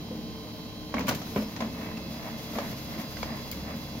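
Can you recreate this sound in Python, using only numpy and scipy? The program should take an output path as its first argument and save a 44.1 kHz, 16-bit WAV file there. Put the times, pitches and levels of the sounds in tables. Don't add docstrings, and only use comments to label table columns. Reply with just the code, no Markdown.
import sys
import numpy as np
from scipy import signal
from scipy.fft import rfft, irfft, next_fast_len
from scipy.io import wavfile
from scipy.ndimage import uniform_filter1d, map_coordinates

SR = 44100
rng = np.random.default_rng(int(sys.argv[2]) if len(sys.argv) > 2 else 0)


def persist_wave(psi):
    counts = np.round(np.clip(psi, -1, 1) * 32767).astype(np.int16)
    wavfile.write(sys.argv[1], SR, np.atleast_2d(counts).T)


N = 176400

SHAFT_HZ, MESH_HZ, ROTOR_HZ = 61.21, 306.05, 520.6
SPEED_WOBBLE, HUM_WOBBLE = 0.000615, 0.0033
FEED_START_S, FEED_FULL_S = 0.92, 2.18
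CLACK_T60_S, CRACK_T60_S, ROOM_T60_S, ATTACK_S = 0.041, 0.046, 0.27, 0.0014
NOTCH_HZ, NOTCH_WIDTH_HZ, NOTCH_DB, TOP_HZ = 8230, 606, -17, 15800

# frequency in Hz, relative level per Hz in dB.
FAN_COLOUR = [(18, -56), (30, 0.5), (38, -1), (69, -23.5), (120, -5.5), (156, -8), (213, -1), (307, -13),
              (332, -22.5), (443, -11), (575, -15), (639, -14), (1020, -29), (1870, -32.5), (3150, -25.5),
              (3680, -26.5), (4090, -23.5), (8280, -37.5), (15500, -34)]
BUZZ_COLOUR = [(1200, -19), (2600, -11), (4000, 0), (5800, -0.5), (7000, -3), (10000, -33), (14000, -8),
               (15500, -16)]
RATTLE_COLOUR = [(200, -51), (400, -23.5), (620, 4), (800, 3), (1150, 0.5), (1550, -9), (2100, -5),
                 (3000, -11), (6000, -14), (12000, -55)]
RUB_COLOUR = [(200, -37), (420, -11), (640, 8.5), (820, 5), (1150, 0.5), (1550, -6), (2050, -0.5),
              (2800, -13), (6000, -24), (12000, -57)]
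CLACK_COLOUR = [(200, -36), (420, -3), (610, 7.5), (800, -2), (1100, 0.5), (1400, -6.5), (2300, -6),
                (3000, -13), (6000, -41)]
CRACK_COLOUR = [(800, 1), (2400, 3), (4000, 5), (6000, 2.5), (8000, -3.5), (11000, -17), (15500, -33)]
FRAME_COLOUR = [(25, -26), (55, -44), (80, -5.5), (130, -20), (180, -12.5), (400, -24), (2000, -82)]
SLIDE_COLOUR = [(300, 8), (1000, 5.5), (2500, 5), (5500, 4), (7200, 0.5), (11200, -5.5), (12600, 3.5),
                (15500, -2.5)]
BUCKLE_COLOUR = [(500, -29), (1500, -1), (3000, 1.5), (5500, -2), (8500, 1.5), (11000, -8.5), (13500, 1),
                 (15500, -4)]
EDGE_COLOUR = [(1000, -25), (2200, -10), (4800, -3), (7000, -10), (11000, -12), (13500, -5), (15500, 2.5)]
# multiple (sounded at the nearest whole
# one), level idling in dB, level feeding in dB, left minus right in dB.
SHAFT_PARTIALS = [(25, -68, -74, -3), (51, -61, -75, -6.5), (53, -68, -86, -16), (70.6, -67, -83, -2),
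                  (82.2, -66, -76, 4), (87.8, -67.5, -76, 6), (102.4, -77, -72, -16)]
MESH_PARTIALS = [(1, -50.5, -51.5, 0.5), (9, -69.5, -62, 5.5), (11, -69, -59, -7), (13, -57.5, -58.5, -4.5),
                 (14, -64.5, -61.5, -8), (15, -67, -73, -14), (16, -69, -57.5, -6), (17, -73, -77, 13),
                 (18, -73, -70, 11)]
ROTOR_PARTIALS = [(2, -59.5, -58.5, 2.5), (4, -70, -63, -12), (5, -71, -65.5, -9)]
# multiple, middle in seconds, half width in seconds, boost in dB.
MESH_SWELLS = [(16, 3.4, 0.37, 4)]
ROTOR_SWELLS = [(5, 1.8, 0.29, 9.1)]
# frequency in Hz, level idling in dB, level feeding in dB.
HUM_TONES = [(68.2, -73, -60), (71, -52, -52.5), (107.8, -53, -55.5), (136.6, -79, -51),
             (444.3, -53.5, -56.5), (547, -64, -59), (615, -62, -60.5), (13650, -75.5, -80)]
# time in seconds, level in dB.
DRONE_LEVELS = [(0, -39.5), (.19, -37.5), (.42, -46.5), (.9, -46), (1.05, -39.5), (1.3, -40), (1.5, -43.5),
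                (1.67, -37), (1.98, -38.5), (2.15, -40.5), (2.48, -45), (2.66, -37), (2.82, -44),
                (3.0, -35), (3.15, -49), (3.32, -37), (3.48, -48), (3.75, -35.5), (3.85, -48.5), (4, -36.5)]
FRAME_LEVELS = [(.93, -68), (.99, -49), (1.16, -33.5), (1.21, -51)]
SLIDE_LEVELS = [(.93, -93), (1.2, -46), (1.42, -47.5), (1.55, -52), (2.09, -54), (2.14, -48), (2.6, -46),
                (3.15, -48), (3.45, -49.5), (4, -50.5)]
SQUEAL_LEVELS = [(1.14, -72), (1.28, -61), (1.45, -54), (1.485, -55), (1.505, -75)]
# frequency in Hz, width in Hz, relative level in dB.
DRONE_MODES = [(177, 12.5, -3.5), (228, 16.4, 3.5), (279, 91, -8)]
# middle in seconds, level in dB, half width in seconds.
ROLLER_TURNS = [(1.86, -43.5, 0.074), (2.26, -42, 0.064), (2.615, -42.5, 0.066), (2.975, -42, 0.058),
                (3.33, -42, 0.056), (3.69, -42.5, 0.041)]
# start in seconds, pitch in Hz, level in dB, t60 in seconds.
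LEVER_PINGS = [(.111, 506, -29.5, 0.088), (0.454, 487, -40, 0.095), (.967, 2120, -33, .04),
               (.981, 2200, -20, 0.023), (.982, 2360, -33, 0.024), (1.088, 1454, -27, 0.083),
               (1.09, 5900, -28.5, 0.04), (0.941, 1110, -24, 0.056), (0.943, 236, -23.5, 0.093),
               (1.361, 566, -27.5, 0.12), (1.3599, 1010, -23.5, 0.042), (1.563, 930, -38, .05),
               (1.969, 2666, -36.5, 0.039), (1.604, 1022, -31.5, 0.11), (1.606, 620, -30, .09),
               (1.608, 2220, -26, 0.018), (2.586, 572, -24, 0.075), (2.586, 1200, -39, .05),
               (2.587, 1670, -40, .04), (3.168, 1550, -35, 0.027), (3.169, 2030, -33.5, 0.028),
               (3.229, 1020, -23, 0.029), (3.228, 2270, -21.5, 0.012), (3.231, 4720, -28, 0.018),
               (3.516, 4750, -36, .035), (3.527, 2190, -34, 0.032)]
# start in seconds, then clack, thud and crack levels in dB.
BLOWS = [(0.113, -43.5, -51, -63), (.47, -41.5, -51, -51), (0.9401, -24, -23, -35),
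         (0.966, -25.5, -24.5, -48), (.981, -25, -34, -43), (.992, -27.5, -22, -36),
         (1.006, -27.5, -22, -35.5), (1.046, -44, -24, -69), (1.081, -20, -19, -44),
         (1.089, -24.5, -25, -28.5), (1.11, -24.5, -30, -34.5), (1.123, -30, -32, -35),
         (1.216, -36, -40, -38.5), (1.36, -24.5, -17, -43), (1.374, -29, -18.5, -60),
         (1.388, -57, -27, -58), (1.42, -35.5, -29, -45), (1.5622, -31, -50, -36), (1.604, -27.5, -24, -33),
         (1.62, -25, -25.5, -54), (1.971, -38, -50, -41), (2.552, -32.5, -30.5, -50),
         (2.557, -32.5, -25, -50), (2.5839, -27.5, -41, -33.5), (2.6, -38, -31, -41),
         (2.725, -36, -37, -57), (3.168, -40, -39, -38), (3.2279, -31.5, -36, -34), (3.231, -35, -42, -50),
         (3.24, -36, -31.5, -54)]
# frequency in Hz, relative level in dB, t60 in seconds.
THUD_MODES = [(72.2, -17.5, 0.096), (127, -18.5, 0.56), (182, 1.5, 0.049), (215.4, -1.5, 0.27),
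              (255.4, -4, 0.24), (277.5, -3.5, 0.11), (385, -18.5, 0.18), (511, -11, 0.086),
              (590, -10, 0.19)]
# start in seconds, level in dB, t60 in seconds, tilt in dB per octave.
SHEET_SNAPS = [(0.986, -43, 0.14, 13), (1.067, -34, 0.13, -4.5), (1.081, -26, 0.11, -1.5),
               (1.089, -23, 0.054, -3), (1.147, -32, 0.081, -1.5), (3.521, -36, 0.07, -1)]
# start in seconds, level in dB, t60 in seconds.
EDGE_TICKS = [(3.5143, -15.5, 0.015), (3.5195, -36, 0.034)]
# time in seconds, level in dB, centre frequency in Hz.
LEVER_STOPS = [(0.9416, -21, 1200), (1.3628, -18, 380), (1.3675, -16, 270), (2.5865, -16.5, 640),
               (3.2314, -23, 1100)]
# frequency in Hz, left-right correlation.
MIC_CORRELATION = [(30, -0.66), (70, 0.72), (150, 1), (300, 0.96), (600, 0.88), (1100, 0.25), (2200, 0.062),
                   (4000, -0.079), (12000, -0.098)]
# frequency in Hz, left minus right in dB.
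MIC_BALANCE = [(60, -2.5), (200, 0.5), (1000, 0.5), (2200, 0), (4000, -1.5), (6000, -5), (9000, 2.5),
               (13000, 10.5)]


def amp(db):
    return 10 ** (np.asarray(db) / 20)


def unit(x):
    return x / np.sqrt(np.mean(x ** 2) + 1e-20)


def along(points, hz):
    freqs, values = np.transpose(points)
    return np.interp(np.log(hz + 1), np.log(freqs + 1), values)


def clock():
    return np.arange(N) / SR


def curve(rows, **ends):
    return np.interp(clock(), *np.transpose(rows), **ends)


def wobble(rate):
    knots = rng.standard_normal(int(N * rate / SR) + 4)
    return map_coordinates(knots, [clock() * rate], mode="nearest")


def swell(s, half_width):
    return np.exp(-.5 * ((clock() - s) / half_width) ** 2)


def dying(t, t60):
    return np.exp(-np.log(1000) * t / t60)


def add(out, s, sound):
    start = round(s * SR)
    out[:, start:start + sound.shape[-1]] += sound[..., :N - start]


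def filtered(x, response):
    size = x.shape[-1]
    padded = next_fast_len(size + 8192)
    return irfft(rfft(x, padded) * response(np.fft.rfftfreq(padded, 1 / SR)), padded)[..., :size]


def mic_angle(hz):
    return np.arccos(np.clip(along(MIC_CORRELATION, hz), -1, 1)) / 2


def spread(pair, colour):
    def response(hz):
        angle = mic_angle(hz)
        return amp(along(colour, hz)) * np.array([np.cos(angle), np.sin(angle)])
    mid, side = filtered(pair, response)
    return unit(np.array([mid + side, mid - side]))


def burst(colour, t60, grain_db=0, room_db=-11):
    t = np.arange(SR // 3) / SR
    shape = np.hypot(dying(t, t60), amp(room_db) * dying(t, ROOM_T60_S)) * (1 - np.exp(-t / ATTACK_S))
    roughness = unit(uniform_filter1d(rng.standard_normal(len(t)), size=30))
    grain = amp(grain_db * np.clip(roughness, -2, 2))
    return shape * spread(grain * rng.standard_normal((2, len(t))), colour)


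def chatter(colour, per_s, scatter_db):
    ticks = (rng.random(N) < per_s / SR) * amp(scatter_db * np.clip(rng.standard_normal(N), -2, 2))
    t = np.arange(SR // 30) / SR
    rings = dying(t, .025) * rng.standard_normal((12, 2, len(t)))
    part = rng.integers(len(rings), size=N)
    struck = sum(signal.oaconvolve((ticks * (part == i))[None], ring, axes=1)[:, :N]
                 for i, ring in enumerate(rings))
    return spread(struck, colour)


def under_load(idle_db, feed_db):
    return curve([(FEED_START_S, idle_db), (FEED_FULL_S, feed_db)])


def fan():
    return amp(-43.5 + 0.28 * wobble(12)) * spread(rng.standard_normal((2, N)), FAN_COLOUR)


def whine(hz, partials, swells=()):
    phase = 2 * np.pi * hz * np.cumsum(1 + SPEED_WOBBLE * wobble(25.07)) / SR
    out = np.zeros((2, N))
    for multiple, idle_db, feed_db, pan_db in partials:
        harmonic = round(multiple)
        boost = sum(db * swell(s, width) for which, s, width, db in swells if which == harmonic)
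        level = under_load(idle_db, feed_db) + boost + .9 * wobble(7.7)
        angle = mic_angle(multiple * hz)
        for mic, sign in enumerate((1, -1)):
            gain = amp(level + sign * pan_db / 2 + 1.46 * wobble(30.07))
            out[mic] += np.sqrt(2) * gain * np.sin(harmonic * phase + sign * angle)
    return out


def hums():
    out = np.zeros(N)
    for hz, idle_db, feed_db in HUM_TONES:
        speed = 1 + HUM_WOBBLE * min(1, ROTOR_HZ / hz) * wobble(20)
        gain = amp(under_load(idle_db, feed_db) + 2.6 * wobble(8))
        out += gain * np.sin(2 * np.pi * hz * np.cumsum(speed) / SR)
    return np.sqrt(2) * out


def gear_buzz():
    flaws = rng.standard_normal((2, round(SR / SHAFT_HZ)))
    turns = np.cumsum(1 + SPEED_WOBBLE * wobble(25.17)) * SHAFT_HZ / SR
    place = turns % 1 * flaws.shape[1]
    passing = np.array([map_coordinates(side, [place], mode="grid-wrap") for side in flaws])
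    return amp(-58.5) * spread(passing, BUZZ_COLOUR)


def cabinet_drone():
    def panels(hz):
        modes = sum(amp(db) * 1j * hz * width / (centre ** 2 - hz ** 2 + 1j * hz * width)
                    for centre, width, db in DRONE_MODES)
        return modes / (1 + (hz / 330) ** 4)
    ring = unit(filtered(rng.standard_normal(N), panels))
    power = np.abs(uniform_filter1d(ring ** 2, size=3000))
    evened = unit(ring / np.sqrt(power + 0.12))
    return amp(curve(DRONE_LEVELS) - 1) * evened


def rollers():
    idling = clock() < FEED_START_S
    rattle = amp(-49.5 - 2.5 * idling) * chatter(RATTLE_COLOUR, per_s=900, scatter_db=2.5)
    rubs = sum(amp(db) * swell(s, width) for s, db, width in ROLLER_TURNS)
    return rattle + rubs * chatter(RUB_COLOUR, per_s=1100, scatter_db=4)


def pings():
    out, t = np.zeros((2, N)), np.arange(SR // 4) / SR
    for s, hz, db, t60 in LEVER_PINGS:
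        shape = dying(t, t60) * (1 - np.exp(-t / ATTACK_S))
        mic_phases = rng.normal(0, 0.64, (2, 1))
        add(out, s, amp(db) * shape * np.sin(2 * np.pi * hz * t + mic_phases))
    return out


def knocks():
    out, t = np.zeros((2, N)), np.arange(SR // 2) / SR
    for s, clack_db, thud_db, crack_db in BLOWS:
        thud = np.zeros(len(t))
        for hz, db, t60 in THUD_MODES:
            shape = amp(db + rng.normal(0, 1.14)) * dying(t, t60)
            detuned_hz = hz * rng.normal(1, 0.02)
            thud += shape * np.sin(2 * np.pi * detuned_hz * t + rng.uniform(0, 2 * np.pi))
        add(out, s, amp(thud_db - 6) * thud * (1 - np.exp(-t / 0.0042)))
        add(out, s, amp(clack_db) * burst(CLACK_COLOUR, CLACK_T60_S))
        add(out, s, amp(crack_db) * burst(CRACK_COLOUR, CRACK_T60_S))
    return out


def frame_shudder():
    return amp(curve(FRAME_LEVELS)) * spread(rng.standard_normal((2, N)), FRAME_COLOUR)


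def paper():
    hiss_gain = amp(curve(SLIDE_LEVELS) + 2.2 * wobble(35.6))
    out = hiss_gain * spread(rng.standard_normal((2, N)), SLIDE_COLOUR)
    for s, db, t60, tilt in SHEET_SNAPS:
        colour = [(hz, level + tilt * np.log2(hz)) for hz, level in BUCKLE_COLOUR]
        add(out, s, amp(db) * burst(colour, t60, grain_db=1, room_db=-16.5))
    for s, db, t60 in EDGE_TICKS:
        add(out, s, amp(db) * burst(EDGE_COLOUR, t60, grain_db=1, room_db=-33))
    return out


def lever_stops():
    out, t = np.zeros((2, N)), np.arange(SR // 50) / SR
    for s, db, hz in LEVER_STOPS:
        phase = np.pi * (hz * t - 1)
        push = (2 * phase ** 2 - 1) * np.exp(-phase ** 2)
        add(out, s - 1 / hz, amp(db) * push)
        add(out, s, amp(db - 18.5) * burst(CLACK_COLOUR, CLACK_T60_S))
    return out


def motor_squeal():
    level = curve(SQUEAL_LEVELS, left=-120, right=-120)
    phase = 2 * np.pi * 10 * ROTOR_HZ * np.cumsum(1 + SPEED_WOBBLE * wobble(41)) / SR
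    return np.sqrt(2) * amp(level) * np.sin(phase + np.array([[.5], [-.5]]))


def scene():
    noises = fan() + rollers() + paper() + knocks() + lever_stops() + pings() + frame_shudder()
    placed = filtered(noises, lambda hz: amp(along(MIC_BALANCE, hz) * np.array([[.5], [-.5]])))
    drive = cabinet_drone() + gear_buzz() + whine(SHAFT_HZ, SHAFT_PARTIALS) + hums() + motor_squeal()
    gear_whine = whine(MESH_HZ, MESH_PARTIALS, MESH_SWELLS)
    motor_whine = whine(ROTOR_HZ, ROTOR_PARTIALS, ROTOR_SWELLS)
    return placed + drive + gear_whine + motor_whine


def record(dry):
    def response(hz):
        notch = amp(NOTCH_DB * np.exp(-((hz - NOTCH_HZ) / NOTCH_WIDTH_HZ) ** 2))
        return notch * (hz < TOP_HZ)
    return filtered(dry, response)


dry = scene()
out = record(dry)
persist_wave(out)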